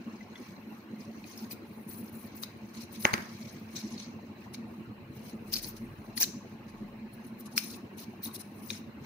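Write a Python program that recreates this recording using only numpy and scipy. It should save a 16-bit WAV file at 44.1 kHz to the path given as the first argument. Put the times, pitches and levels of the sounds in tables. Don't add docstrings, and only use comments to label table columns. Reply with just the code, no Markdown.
import sys
import numpy as np
from scipy import signal
from scipy.fft import rfft, irfft, next_fast_len
from scipy.io import wavfile
from scipy.ndimage import uniform_filter1d, map_coordinates

SR = 44100
rng = np.random.default_rng(int(sys.argv[2]) if len(sys.argv) > 2 else 0)


def file_out(sig):
    cols = np.atleast_2d(sig).T
    lim = np.clip(cols, -1, 1)
    pcm = np.round(lim * 32767).astype(np.int16)
    wavfile.write(sys.argv[1], SR, pcm)


def convert_level_to_amplitude(level_db):
    exponent = np.asarray(level_db, float) / 20
    return 10 ** exponent


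N = 399105


def unit(x):
    return x / np.sqrt(np.mean(x ** 2) + 1e-20)


def along(points, hz):
    f, v = np.transpose(points)
    return np.interp(np.log(hz + 1), np.log(f + 1), v)


def curves(rows):
    s, *columns = np.transpose(rows)
    return [np.interp(np.arange(N) / SR, s, column) for column in columns]


def wobble(rate):
    knots = rng.standard_normal(int(N * rate / SR) + 4)
    return map_coordinates(knots, [np.arange(N) * rate / SR])


def filtered(x, response):
    m = next_fast_len(N + 8192)
    return irfft(rfft(x, m) * response(np.fft.rfftfreq(m, 1 / SR)), m)[..., :N]


def blurred(shape, bins, frames):
    field = uniform_filter1d(rng.standard_normal(shape), size=bins, axis=0)
    return unit(uniform_filter1d(field, size=frames, axis=1))


def ring(modes, t):
    return sum(convert_level_to_amplitude(db - 60 * t / t60) * np.sin(2 * np.pi * hz * t) for hz, db, t60 in modes)


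# (pitch_hz, correlation)
LIKENESS = [(60, .97), (270, .96), (500, .65), (800, .5), (1300, 0), (15000, 0)]


def rush(gain, patchy_db, order):
    z = signal.stft(rng.standard_normal((2, N)), nperseg=order)[2]
    patches = convert_level_to_amplitude(patchy_db * blurred(z.shape[1:], bins=3, frames=4))
    pair = signal.istft(z * patches, nperseg=order)[1][:, :N]

    def mid_side_gain(hz):
        turn = np.arccos(np.clip(along(LIKENESS, hz), -1, 1)) / 2
        return gain(hz) * [np.cos(turn), np.sin(turn)]

    mid, side = filtered(pair, mid_side_gain)
    return unit(np.array([mid + side, mid - side]))


# (time_s, level_db)
LOW_NOISE_PATH = [(0, -61), (1.2, -63), (1.7, -57.5), (3.6, -55), (5.4, -51.5), (6.7, -54), (7.8, -57.5),
                  (9.05, -53)]
# (pitch_hz, relative level_db per Hz)
FAN_AIR = [(25, -52), (64, -14.5), (103, -2.5), (154, -1), (189, -3.5), (202, 1), (220, 1.5), (264, -3.5),
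           (340, -8), (445, -11.5), (510, -16), (751, -31.5), (1090, -39), (1400, -59)]
# (pitch_hz, relative level_db per Hz)
FAR_HISS = [(410, -10.5), (700, -7), (747, -8.5), (1090, -10), (1320, -12), (2740, -13), (3380, -26.5),
            (4050, -22), (4550, -27.5), (6390, -34.5), (9810, -40), (11900, -34.5), (15700, -29)]
# (pitch_hz, width_hz, level_db added to the plain air)
CASING_MODES = [(221, 30, 6), (345, 40, 0), (877, 80, -4), (1080, 90, -4), (4130, 150, 0)]
# (multiple of the turn, level_db rms)
SHAFT_ORDERS = [(9, -61.5), (10, -57.5), (11, -65.5), (15, -66.5), (26, -70)]
# pitch_hz, level_db rms
COIL_HUM = (100, -62.5)


def fan():
    t = np.arange(N) / SR
    turns_per_s, body_level_db, hiss_level_db, lumps_db = 21.85, -46, -55, 2.5
    low_noise_db, = curves(LOW_NOISE_PATH)
    body_db = body_level_db + wobble(5)

    def casing(f):
        return 1 + sum(convert_level_to_amplitude(db) / (1 + (2 * (f - hz) / width) ** 2) for hz, width, db in CASING_MODES)

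    def deep(f):
        return 1 / (1 + (f / 165) ** 6)

    low_noise = rush(lambda f: convert_level_to_amplitude(along(FAN_AIR, f)) * deep(f), lumps_db, order=1024)
    body = rush(lambda f: convert_level_to_amplitude(along(FAN_AIR, f)) * (1 - deep(f)) * casing(f), lumps_db, order=1024)
    hiss = rush(lambda f: convert_level_to_amplitude(along(FAR_HISS, f)) * casing(f), patchy_db=3.5, order=512)

    def waver():
        return np.sqrt(2) * unit(convert_level_to_amplitude(4 * wobble(20)))

    angle = 2 * np.pi * np.cumsum(turns_per_s * (1 + 0.0006 * wobble(1.16))) / SR
    orders = sum(convert_level_to_amplitude(db) * waver() * np.sin(k * angle + rng.uniform(0, 2 * np.pi)) for k, db in SHAFT_ORDERS)
    coil_hz, coil_db = COIL_HUM
    coil = convert_level_to_amplitude(coil_db) * waver() * np.sin(2 * np.pi * coil_hz * t)
    flutter = wobble(34)
    flutter = unit(flutter - uniform_filter1d(flutter, size=SR // 9))
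    buffet = unit(convert_level_to_amplitude(5.5 * np.tanh(.7 * flutter)))
    low = buffet * (convert_level_to_amplitude(low_noise_db) * low_noise + convert_level_to_amplitude(body_db) * body + orders + coil)
    return filtered(low + convert_level_to_amplitude(hiss_level_db) * hiss, lambda f: 1 / (1 + (48 / (f + 1)) ** 4))


def crackle(spectrum, per_s, spread_db, patchy_db):
    breaks = (rng.random((2, N)) < per_s / SR) * rng.standard_normal((2, N))
    clumps = convert_level_to_amplitude(spread_db * wobble(130))
    z = signal.stft(breaks * clumps, nperseg=256)[2]
    panels = convert_level_to_amplitude(patchy_db * blurred(z.shape[1:], bins=4, frames=6))
    grains = signal.istft(z * panels, nperseg=256)[1][:, :N]
    return unit(filtered(grains, lambda f: convert_level_to_amplitude(along(spectrum, f))))


# (time_s, card_db, foil_db)
FIDGETING = [(0.2, -67, -84), (0.55, -67, -76.5), (0.9, -68.5, -79.5), (1.2, -63, -72.5), (1.6, -79, -84),
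             (1.8, -73, -70), (2.3, -63.5, -80), (2.5, -68.5, -77.5), (3.3, -67, -80), (3.73, -60.5, -69),
             (4.06, -62.5, -86), (4.2, -68, -81), (5.1, -90, -90), (5.17, -62.5, -68), (5.33, -66.5, -71.5),
             (5.42, -75.5, -74), (6.0, -69.5, -70), (6.15, -75, -85.5), (8.5, -77, -82.5), (8.6, -72, -70),
             (8.95, -88.5, -91), (9.05, -52.5, -69)]
# (start_s, length_s, fizz_db, sizzle_db against the fizz, card_db against the fizz)
STROKE_EVENTS = [(0.352, 0.057, -76, -4, -1), (0.993, 0.062, -72, 0.5, 14), (1.257, 0.21, -71, 7, 13.5),
                 (1.38, 0.066, -67, 9, 7), (1.509, 0.026, -45.5, 4, -1), (1.884, 0.079, -50.5, 4.5, -8),
                 (1.97, 0.051, -57, 5.5, -18), (2.037, 0.069, -68, 10, -9), (2.13, 0.15, -62, 8, -15),
                 (2.352, 0.1, -70.5, 17, -37.5), (2.428, 0.016, -42.5, 2, 2.5), (2.743, 0.1, -68, -5, 11.5),
                 (2.805, 0.05, -64, 4, 11.5), (2.924, 0.053, -56, -1, -2), (3.002, 0.08, -45.5, 2.5, -5.5),
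                 (3.755, 0.053, -54, -7, 11), (3.8, 0.15, -66.5, -5, 12), (3.978, 0.071, -68, -3, 17),
                 (4.54, 0.014, -52.5, -1, 10.5), (5.474, 0.033, -59.5, -2, -2), (5.531, 0.014, -37, 6, 7),
                 (5.554, 0.041, -42.5, 3, 6), (5.627, 0.031, -43.5, -2, 0),
                 (5.665, 0.047, -57.5, 12.5, 6.5), (5.765, 0.017, -60, 4.5, 11.5),
                 (6.171, 0.017, -39, 2, 5.5), (6.204, 0.038, -29.5, 6, 3), (6.682, 0.024, -66.5, -15, 9),
                 (7.134, 0.019, -58.5, 0.5, -22), (7.245, 0.056, -59, -8, -16), (7.395, 0.023, -55, 7, -9),
                 (7.457, 0.018, -53.5, -16, 4), (7.515, 0.032, -60, 0, 2), (7.568, 0.016, -41.5, 7, 9),
                 (7.577, 0.014, -36, 8, 5), (7.599, 0.17, -50, 1, 2.5), (7.978, 0.06661, -51.5, 2, 3),
                 (8.231, 0.053, -47, 5, 2), (8.342, 0.025, -40.5, -4, -6), (8.395, 0.025, -46, -4, -3),
                 (8.629, 0.1698, -64.5, 7, 2.5), (8.702, 0.0083, -49, 6, 15),
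                 (8.715, 0.064, -60, -1.5, 14.5)]
# (pitch_hz, relative level_db per Hz)
FOIL_FIZZ = [(3000, -50), (4120, -27), (7000, -37), (9010, -16), (10100, -10), (11700, -13), (12500, -61)]
# (pitch_hz, relative level_db per Hz)
FOIL_SIZZLE = [(4500, -36), (7060, -11), (12000, -3.5), (13200, 6.5), (14300, 5), (15300, 11.5), (15550, 2),
               (15750, -22.5)]
# (pitch_hz, relative level_db per Hz)
CARD_BODY = [(1000, -26), (2400, -11.5), (3450, -14), (4200, -3), (4590, -8), (6440, -6.5), (6980, -18),
             (8000, -21.5), (10400, -44)]
# (pitch_hz, relative level_db per Hz)
FINGERTIPS = [(1500, -14), (2300, 9), (2700, -24), (3300, 0), (4000, -45)]
# (pitch_hz, left_minus_right_db)
LEAN = [(500, 11), (2400, -1), (4400, 0), (8500, 9.5), (15000, 4)]


def strokes():
    rustle_sizzle_db, fidget_db, fidgets_per_s, skin_db = 3.5, 4.5, 14, -3.5
    set_in_s, ease_db, let_go_s, let_go_share = 0.0034, 6, 0.0011, 0.03
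    lead_s, card_settle_s = .02, 0.0038
    card_db, foil_db = curves(FIDGETING)
    levels = np.zeros((3, N + SR))
    rustle_db = np.array([foil_db, foil_db + rustle_sizzle_db, card_db])
    levels[:, :N] = convert_level_to_amplitude(rustle_db + fidget_db * wobble(fidgets_per_s))
    brush = convert_level_to_amplitude(skin_db) * levels[2, :N]
    for start, length, db, sizzle_db, body_db in STROKE_EVENTS:
        u = np.arange(round((length * 2 + .054) * SR)) / SR - lead_s
        rise = 1 / (1 + np.exp(-u / set_in_s))
        release = 1 / (1 + np.exp((u - length) / (let_go_s + let_go_share * length)))
        hold = convert_level_to_amplitude(-ease_db * u / length) * rise * release
        stroke = hold * convert_level_to_amplitude([[db], [db + sizzle_db], [db + body_db]])
        levels[:, round((start - lead_s) * SR):][:, :len(u)] += stroke
    fizz, sizzle, body = levels[:, :N]
    settle = np.exp(-np.arange(SR // 5) / SR / card_settle_s)
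    body = signal.fftconvolve(body, settle / settle.sum())[:N]
    foil = fizz * crackle(FOIL_FIZZ, per_s=5000, spread_db=3.5, patchy_db=4.5)
    foil += sizzle * crackle(FOIL_SIZZLE, per_s=14000, spread_db=2.5, patchy_db=4)
    card = body * crackle(CARD_BODY, per_s=7000, spread_db=2.5, patchy_db=3)
    card += brush * crackle(FINGERTIPS, per_s=12000, spread_db=1.5, patchy_db=3)
    return filtered(foil + card, lambda f: convert_level_to_amplitude(along(LEAN, f) * [[.5], [-.5]]))


# (pitch_hz, t60_s)
ROOM_DECAY = [(300, 0.45), (2000, 0.44), (6000, 0.43), (14000, 0.22)]


def room(x):
    out, step = np.zeros((2, N + 2 * SR)), SR // 3
    delay = 260
    for start in range(0, N, step):
        hz, t, z = signal.stft(rng.standard_normal((2, SR // 2)), SR, nperseg=256)
        decay = convert_level_to_amplitude(-60 * t / along(ROOM_DECAY, hz)[:, None])
        tail = signal.istft(z * decay, SR, nperseg=256)[1]
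        wet = signal.fftconvolve(x[:, start:start + step], tail / np.linalg.norm(tail[0]), axes=1)
        out[:, start + delay:][:, :wet.shape[1]] += wet
    return out[:, :N]


# (start_s, level_db, small_panel_hz, large_panel_hz, large_panel_db against the small one, t60_s)
SNAP_EVENTS = [(0.2067, -57, 6100, 2034, 17, 0.054), (0.3555, -41, 3430, 2020, 0, 0.039),
               (0.563, -43.5, 4100, 2300, -12, .025), (1.2405, -39.5, 4080, 2480, 3, 0.016),
               (1.3755, -30, 5300, 2500, -16.5, 0.013), (1.5094, -36.5, 4770, 2500, -6.5, 0.044),
               (2.4347, -19.5, 3990, 1140, -11, 0.0087), (3.763, -27, 5620, 2441, -14, 0.014),
               (3.9783, -31, 4330, 790, -26, .02), (4.5436, -36, 3820, 2320, 1, .019),
               (5.5384, -12.5, 4700, 2294, -38, 0.01), (5.5418, -15.5, 4900, 2308, -30, .009),
               (5.5562, -19, 4400, 2282, -38.5, 0.014), (5.5638, -19, 4340, 2300, -35.5, 0.0091),
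               (5.644, -25.5, 4330, 2309, -25, 0.013), (6.1765, -19, 4470, 1930, -9.5, .012),
               (6.212, -11.5, 6200, 860, -15, .01), (6.2303, -8.5, 6140, 1700, -17, 0.0093),
               (7.5779, -10, 5120, 2410, -3.5, 0.01), (8.2576, -29, 3850, 850, -16, 0.017),
               (8.312, -43, 3730, 2400, -7, 0.021), (8.3584, -29, 3970, 806, -34, 0.015),
               (8.7028, -24, 3820, 2440, -6.5, .025)]


def snaps():
    lean_db, scatter_db, loss_db_per_s = 2.5, 2, 450
    out, t = np.zeros((2, N + SR)), np.arange(SR // 10) / SR
    for start, db, small_hz, large_hz, large_db, t60 in SNAP_EVENTS:
        pan_db = lean_db + scatter_db * rng.standard_normal()
        rise_s = .0003 * convert_level_to_amplitude(-.35 * (db + 15.5))
        weak_db = -loss_db_per_s * t60
        panels = [(small_hz, 0, t60),
                  (small_hz * rng.uniform(1.08, 1.22), weak_db, t60),
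                  (large_hz, large_db, t60),
                  (large_hz * rng.uniform(.6, .75), large_db + weak_db - 4, .8 * t60),
                  (np.sqrt(small_hz * large_hz), large_db + weak_db, .6 * t60)]
        for ear, (side, lag) in enumerate([(.5, 2.5 / SR), (-.5, 0)]):
            late = np.maximum(t - lag, 0)
            rough = 1 + .35 * unit(uniform_filter1d(rng.standard_normal(len(t)), size=60))
            pop = ring(panels, late) * rough * (1 - np.exp(-late / rise_s)) ** 2
            out[ear, round(start * SR):][:len(t)] += convert_level_to_amplitude(db + side * pan_db) * pop
    return out[:, :N]


# start_s, end_s, pitch_hz, width_hz, level_db (before its swell)
WHISTLE_BAND = (0.55, 0.88, 13250, 90, -69)


def whistle():
    start, end, hz, width, db = WHISTLE_BAND
    swell = np.sin(np.pi * np.clip((np.arange(N) / SR - start) / (end - start), 0, 1))
    band = filtered(rng.standard_normal((2, N)), lambda f: 1 / (1 + (2 * (f - hz) / width) ** 2))
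    return convert_level_to_amplitude(db) * swell * unit(band)


# (start_s, knock_db, thud_db, treble_noise_db, steel_ring_db)
CONTACTS = [(3.0519, 6, -16, -21, -34), (3.1386, -2, -30, -17, -22), (3.1791, -17, -38, -38, -50)]
# (pitch_hz, level_db, t60_s)
DESK_TOP = [(2150, 0, .0045), (2650, -6, .004), (1150, -9, .008), (3900, -16, .004), (6400, -19, .007)]
# (pitch_hz, level_db, t60_s)
BOARD = [(234.9, -0.5, 0.033), (357, 1.5, 0.024), (583, 5.5, 0.018), (850, -1, 0.024)]
# (pitch_hz, level_db, t60_s)
STEEL_RING = [(4790, 0, .018), (6310, -7, .02)]
# (pitch_hz, relative level_db per Hz)
HIT_TREBLE = [(1200, 1.5), (2600, -7), (4700, -5), (6400, -5), (7800, -26), (10500, -11), (12800, -27),
              (14500, -7), (15800, -28)]
# (pitch_hz, relative level_db per Hz)
LOOSE_TOOLS = [(500, -9), (1100, -0.5), (1350, -2.5), (1750, 2), (2300, -2), (3000, -25.5)]


def screwdriver():
    out, t = np.zeros((2, N + SR)), np.arange(SR // 4) / SR
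    treble_level, shiver_level = np.zeros((2, N + SR))
    quick, slow = convert_level_to_amplitude(-60 * t / .04), convert_level_to_amplitude(-26 - 60 * t / .6)
    soft_rise = 1 - np.exp(-t / .004)
    fade = (quick + slow) * soft_rise ** 2
    for start, db, thud_db, treble_db, ring_db in CONTACTS:
        at = round(start * SR)
        treble_level[round((start - .008) * SR):][:len(t)] += convert_level_to_amplitude(treble_db) * fade
        shiver_level[at:][:len(t)] += convert_level_to_amplitude(db - 35.5 - 60 * t / 0.36) * soft_rise
        thud = convert_level_to_amplitude(thud_db) * ring(BOARD, t) * (1 - np.exp(-t / 0.001))
        for ear, lag in enumerate((19 / SR, 0)):
            u = np.maximum(t - lag, 0)
            knock = convert_level_to_amplitude(db) * ring(DESK_TOP, u) * (1 - np.exp(-u / .0003)) ** 2
            steel = convert_level_to_amplitude(ring_db) * ring(STEEL_RING, u) * (1 - np.exp(-u / .0005))
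            out[ear, at:][:len(t)] += knock + thud + steel
    treble = treble_level[:N] * crackle(HIT_TREBLE, per_s=15000, spread_db=2.5, patchy_db=3)
    shiver = shiver_level[:N] * crackle(LOOSE_TOOLS, per_s=20000, spread_db=1, patchy_db=1)
    return out[:, :N] + treble + shiver


# (time_s, level_db rms)
DRONE_SWELL = [(5.15, -88), (5.42, -66), (5.8, -60), (6.25, -70), (6.45, -82), (6.8, -61.5), (7.3, -77),
               (7.6, -88.5)]


def drone():
    loudest_hz, sag_hz_per_s = 37, 1.2
    s, db = np.transpose(DRONE_SWELL)
    t = np.arange(N) / SR
    level = convert_level_to_amplitude(np.interp(t, s, db, -140, -140) + 2.5 * wobble(9))
    hz = loudest_hz - sag_hz_per_s * (t - s[np.argmax(db)])
    return np.sqrt(2) * level * np.sin(2 * np.pi * np.cumsum(hz) / SR)


def scene():
    packet, tool = strokes() + snaps(), screwdriver()
    near = packet + tool + room(convert_level_to_amplitude(-15) * packet + convert_level_to_amplitude(-20) * tool)
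    near = filtered(near, lambda f: 1 / (1 + (65 / (f + 1)) ** 4))
    return near + fan() + drone() + whistle()


def top_cut(x):
    return signal.sosfilt(signal.butter(12, 15820, fs=SR, output="sos"), x)


def record(dry):
    mix = filtered(dry, lambda hz: hz < 15700)
    return top_cut(mix)


dry = scene()
out = record(dry)
file_out(out)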